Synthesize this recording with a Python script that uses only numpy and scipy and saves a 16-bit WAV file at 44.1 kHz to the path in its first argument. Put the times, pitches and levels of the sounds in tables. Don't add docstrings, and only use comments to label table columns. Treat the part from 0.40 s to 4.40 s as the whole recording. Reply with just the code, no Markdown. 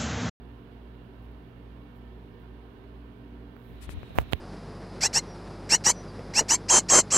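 import sys
import numpy as np
from scipy import signal
from scipy.fft import rfft, irfft
from scipy.io import wavfile
from scipy.ndimage import uniform_filter1d

SR = 44100
rng = np.random.default_rng(int(sys.argv[2]) if len(sys.argv) > 2 else 0)


def wav_record(signal):
    frames = np.transpose(np.atleast_2d(signal))
    bounded = np.clip(frames, -1, 1)
    quanta = np.round(bounded * 32767).astype(np.int16)
    wavfile.write(sys.argv[1], SR, quanta)


N = 176400
T, HZ = np.arange(N) / SR, np.fft.rfftfreq(N, 1 / SR)

MOTOR_HZ, MAINS_HZ, IN_PHASE_S = 57.66, 60.04, .05
HUM_PAN_DB, WAVER_DB = -1.16, 1
SWELL_PEAK_S, SWELL_LENGTH_S, SWELL_DB, SWELL_ABOVE_HZ = 2.93, .36, 5, 200
RING_HZ, RING_T60_S, THUMP_HZ, THUMP_T60_S = 570, .011, 72, .06
SNAP_HZ, REBOUND_S, EDGE_ORDER = 15000, .00036, 10.5
HOLLOW_HZ, HOLLOW_WIDTH_HZ = 1325, 115
PRESS_HZ, PRESS_WIDTH_S = 70, .009
FLICKER_DB, RIPPLE_DB, MODE_SPACING_HZ = .6, 1.8, 22
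TURN_START_S, TURN_LENGTH_S = 3.21, .3
LOW_CUT_HZ, HIGH_CUT_HZ = 20, 15900

# harmonic_number, level_db
MOTOR_HARMONICS = [(1, -50.2), (3, -64)]
MAINS_HARMONICS = [(1, -56.5), (2, -55.5), (4, -57.3), (8, -69)]
# pitch_hz, level_db
HOUSING_MODES = [(46.3, -68), (106.4, -67), (231.6, -72), (277.9, -68.5), (286.45, -61), (370.5, -66)]
# start_s, port (0 left, 1 right), polarity (+1 push, -1 pull), click_db,
# treble_edge_hz, snap_db, rebound_ratio, hollow_db, ring_db, thump_db
IMPACTS = [(3.166, 1, 1, -18, 2520, -16, 0, 0, -62, -58), (3.4927, 0, 1, -5.5, 3120, -40, .4, 0, -53, -42),
           (3.6318, 0, -1, -10.5, 2700, -29, .36, 0, -34, -33),
           (3.7075, 0, -1, -19, 650, -50, .1, 0, -30, -42), (3.7075, 1, 1, -25, 600, -40, .1, 0, -29, -44),
           (3.763, 1, 1, -17, 2800, -6, .1, 0, -45, -45), (3.7861, 1, 1, 13.7, 2900, -22, .55, 0, -22, -12),
           (3.7862, 0, -1, 13.6, 1170, -50, .12, 0, -10.5, -18),
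           (3.7863, 0, -1, -1, 3050, -30, .4, -4, -50, -50), (3.795, 1, 1, -11, 2600, -12, .1, 0, -36, -45),
           (3.8015, 1, 1, -14, 2600, -10, .1, 0, -40, -45), (3.8123, 1, 1, -19, 2000, -3, .2, 0, -36, -45),
           (3.8325, 1, 1, -29, 2000, -1, .1, 0, -55, -55), (3.9259, 1, -1, -4, 4700, -11, .22, 0, -50, -55),
           (3.9332, 1, -1, 11.3, 4050, -29.5, .79, -13, -45, -10.5),
           (3.9333, 0, 1, -14, 6200, -21, .2, -8, -30, -42)]
# frequency_hz, gain_db
CLICK_SPECTRUM = [(30, 16), (110, 9.5), (450, 3), (900, 3.5), (1400, 5.5), (2300, -3), (3200, 0),
                  (5500, -5.5), (8500, -22), (15000, -1.5)]
# time_s, left_gain_db, right_gain_db
GRIP_ENVELOPE = [(3.26, -30, -30), (3.33, -13, -16), (3.41, -14, -14), (3.49, -13, -15), (3.59, -8, -7),
                 (3.63, -11, -8), (3.66, -22, -20), (3.73, -20, -15), (3.76, -16, 2), (3.82, -4, 1),
                 (3.86, -15, -9), (3.95, -12, -12), (3.99, -18, -13)]
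# start_s, length_s, gain_db
LEFT_STROKES = [(3.406, 0.063, -3), (3.484, 0.061, -3), (3.61, .13, -25), (3.8, .009, -9), (3.79, .06, -22)]
RIGHT_STROKES = [(3.749, 0.027, 0), (3.768, 0.025, 5), (3.787, .045, 1.5), (3.911, 0.029, 4.5)]
CREAK_STROKES = [(3.748, .042, 1), (3.795, .035, -5)]
# start_s, length_s, gain_db
TREBLE_BRUSHES = [(.823, 0.005, 7), (.826, .05, -3), (.914, .004, 3), (1.535, .07, -2), (1.998, .005, 6),
                  (2, .04, -4), (3.14, 0.28, 1.5), (3.72, .13, 6), (3.75, .018, 15), (3.84, .2, 2)]
# frequency_hz, density_db_per_hz
RUMBLE_SPECTRUM = [(22, -88), (55, -53), (130, -59), (300, -74), (700, -80), (1500, -96), (4000, -125)]
LEFT_SKIN_SPECTRUM = [(500, -105), (1500, -85), (2300, -81), (3500, -85), (6000, -90), (9000, -85),
                      (12000, -91.5), (15500, -100)]
RIGHT_SKIN_SPECTRUM = [(300, -83), (900, -77), (2500, -86), (5000, -97), (8000, -99), (11000, -97),
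                       (15500, -94)]
CREAK_SPECTRUM = [(250, -92), (540, -70), (750, -73), (1200, -88), (3000, -112)]
TREBLE_BRUSH_SPECTRUM = [(5000, -125), (9000, -120), (12000, -109), (15500, -108)]
# peak_s, level_db
PRESSES = [(3.484, -29.5), (3.503, -34), (3.543, -31), (3.558, -34), (3.579, -24.5)]
# pitch_hz, bandwidth_hz, left_db, right_db
WHISTLE_MODES = [(709, 10, -76.5, -72.5), (942, 33, -73.5, -72.5), (1559, 11, -103, -73.5),
                 (1797, 25, -105, -74), (2768, 45, -99, -75)]
# frequency_hz, left_db_per_hz, right_db_per_hz
AIR_SPECTRUM = [(20, -93, -93), (40, -86, -83), (75, -85, -83.5), (107, -73, -70.8), (135, -84.5, -82),
                (165, -82, -79), (195, -74.3, -70.7), (225, -84, -81), (260, -87, -84), (288, -75, -72),
                (325, -86, -84), (385, -79.5, -75.5), (470, -85.5, -80.6), (520, -90.3, -87.5),
                (650, -89, -85), (800, -93, -89), (980, -92.5, -87.5), (1200, -100, -91.5),
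                (1400, -99.5, -90), (1750, -103, -93), (1950, -112, -96.5), (2250, -111, -95),
                (2550, -113, -98), (2950, -110.5, -95.5), (4000, -117.3, -102.5), (5200, -122.5, -113.5),
                (7600, -126.7, -125), (10000, -121.7, -122.3), (15500, -121.3, -117)]
TURNED_SPECTRUM = [(400, -105, -105), (1100, -97, -95), (2200, -94, -92), (3100, -96, -93),
                   (3450, -97, -93), (3850, -94.5, -90.5), (4100, -99, -94.5), (4500, -111, -104),
                   (6000, -114, -112), (7800, -122, -121), (10500, -120, -118), (15500, -118, -112)]
# frequency_hz, correlation (0 to 1)
AIR_CORRELATION = [(30, 0), (110, 0.89), (300, 0.77), (450, 0.74), (560, 0.45), (1000, 0), (2000, 0),
                   (15000, 0.1)]


def fan_hum():
    tones = [(k * hz, db, k > 1)
             for hz, harmonics in ((MOTOR_HZ, MOTOR_HARMONICS), (MAINS_HZ, MAINS_HARMONICS))
             for k, db in harmonics]
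    tones += [(hz, db, True) for hz, db in HOUSING_MODES]
    swell_db = SWELL_DB * np.exp(-(2 * (T - SWELL_PEAK_S) / SWELL_LENGTH_S) ** 2)
    out = np.zeros(N)
    for hz, db, random_phase in tones:
        cycles = hz * (T - IN_PHASE_S) + random_phase * rng.random()
        level_db = db + WAVER_DB * drift(step_s=.174) + swell_db * (hz > SWELL_ABOVE_HZ)
        out += np.sqrt(2) * amp(level_db) * np.cos(2 * np.pi * cycles)
    return out * amp([[HUM_PAN_DB], [-HUM_PAN_DB]])


def case_knocks():
    out, size = np.zeros((2, N)), 8192
    t, hz = np.arange(size) / SR, np.fft.rfftfreq(size, 1 / SR)
    for (start_s, port, polarity, click_db, edge_hz,
         snap_db, rebound, hollow_db, ring_db, thump_db) in IMPACTS:
        rolloff = 1 / (1 + (hz / edge_hz) ** EDGE_ORDER)
        snap = amp(snap_db) * (.46 + (hz / SNAP_HZ) ** 4)
        notch_db = hollow_db * np.exp(-((hz - HOLLOW_HZ) / HOLLOW_WIDTH_HZ) ** 2)
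        click = causal_pulse(amp(click_db + curve(CLICK_SPECTRUM, hz) + notch_db) * (rolloff + snap))
        bounce = rebound * np.interp(t - REBOUND_S, t, uniform_filter1d(click, size=11), left=0)
        ring = amp(ring_db - 60 * t / RING_T60_S) * np.sin(2 * np.pi * RING_HZ * t)
        thump = amp(thump_db - 60 * t / THUMP_T60_S) * np.sin(2 * np.pi * THUMP_HZ * t)
        add(out[port], start_s, polarity * (click + bounce + ring - thump))
    return out


def grip_rumble():
    times, left_db, right_db = np.transpose(GRIP_ENVELOPE)
    envelopes = [amp(np.interp(T, times, db, left=-np.inf)) for db in (left_db, right_db)]
    return np.array([envelope * noise(curve(RUMBLE_SPECTRUM, HZ)) for envelope in envelopes])


def rubbing(strokes, spectrum, grain_db):
    arches = sum(amp(db) * np.sin(np.pi * np.clip((T - start_s) / length_s, 0, 1))
                 for start_s, length_s, db in strokes)
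    grain = amp(grain_db * drift(step_s=.0014))
    grain /= np.sqrt(np.mean(grain ** 2))
    return arches * grain * noise(curve(spectrum, HZ))


def fingertip_presses():
    out = np.zeros(N)
    for peak_s, db in PRESSES:
        t = T - peak_s
        out += amp(db) * np.exp(-(t / PRESS_WIDTH_S) ** 2) * np.cos(2 * np.pi * PRESS_HZ * t)
    return out


def fan_whistles():
    out = np.zeros((2, N))
    for hz, bandwidth_hz, left_db, right_db in WHISTLE_MODES:
        detuning = 2 * (HZ - hz) / bandwidth_hz
        tone = noise(-20 * np.log10(1 + detuning ** 2))
        out += amp([[left_db], [right_db]]) * tone / tone.std()
    return out


def air_rush():
    left, independent = rfft(rng.standard_normal((2, N))) * np.sqrt(SR / 2)
    correlation = curve(AIR_CORRELATION, HZ)
    right = correlation * left + np.sqrt(1 - correlation ** 2) * independent
    modes_hz = np.arange(0, SR, MODE_SPACING_HZ)
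    ripple = np.interp(HZ, modes_hz, rng.standard_normal(len(modes_hz)))
    ripple_db = RIPPLE_DB * (1 - correlation) * ripple
    density_db = np.array([curve(AIR_SPECTRUM, HZ, column) for column in (1, 2)])
    rush = irfft(amp(density_db + ripple_db) * [left, right], N)
    frames = signal.stft(rush, nperseg=1024)[2]
    patches = uniform_filter1d(rng.standard_normal(frames.shape[1:]), size=9, axis=0)
    patches = uniform_filter1d(patches, size=8, axis=1)
    return signal.istft(frames * amp(FLICKER_DB * patches / patches.std()))[1][:, :N]


def turned_hiss():
    hiss = np.array([noise(curve(TURNED_SPECTRUM, HZ, column)) for column in (1, 2)])
    return hiss * np.clip((T - TURN_START_S) / TURN_LENGTH_S, 0, 1)


def amp(db):
    return 10 ** (np.asarray(db) / 20)


def curve(table, hz, column=1):
    columns = np.transpose(table)
    return np.interp(np.log(hz + 1), np.log(columns[0] + 1), columns[column])


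def add(mix, start_s, sound):
    part = mix[round(start_s * SR):][:len(sound)]
    part += sound[:len(part)]


def drift(step_s):
    knots = np.arange(0, N / SR + step_s, step_s)
    return np.interp(T, knots, rng.standard_normal(N)[:len(knots)])


def noise(density_db):
    return irfft(rfft(rng.standard_normal(N)) * amp(density_db), N) * np.sqrt(SR / 2)


def causal_pulse(gain):
    log_gain = np.log(np.concatenate([gain, gain[-2:0:-1]]))
    return np.fft.ifft(np.exp(np.conj(signal.hilbert(log_gain)))).real


def scene():
    left = rubbing(LEFT_STROKES, LEFT_SKIN_SPECTRUM, grain_db=2.5)
    left += rubbing(CREAK_STROKES, CREAK_SPECTRUM, grain_db=3) + fingertip_presses()
    right = rubbing(RIGHT_STROKES, RIGHT_SKIN_SPECTRUM, grain_db=5)
    right += rubbing(TREBLE_BRUSHES, TREBLE_BRUSH_SPECTRUM, grain_db=1.2)
    fan = fan_hum() + air_rush() + turned_hiss() + fan_whistles()
    return fan + grip_rumble() + np.array([left, right]) + case_knocks()


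def record(dry):
    low_cut = signal.butter(2, LOW_CUT_HZ, "high", fs=SR, output="sos")
    high_cut = signal.firwin(511, HIGH_CUT_HZ, window=("kaiser", 9), fs=SR)
    return signal.oaconvolve(signal.sosfilt(low_cut, dry), high_cut[None], "same")


dry = scene()
out = record(dry)
wav_record(out)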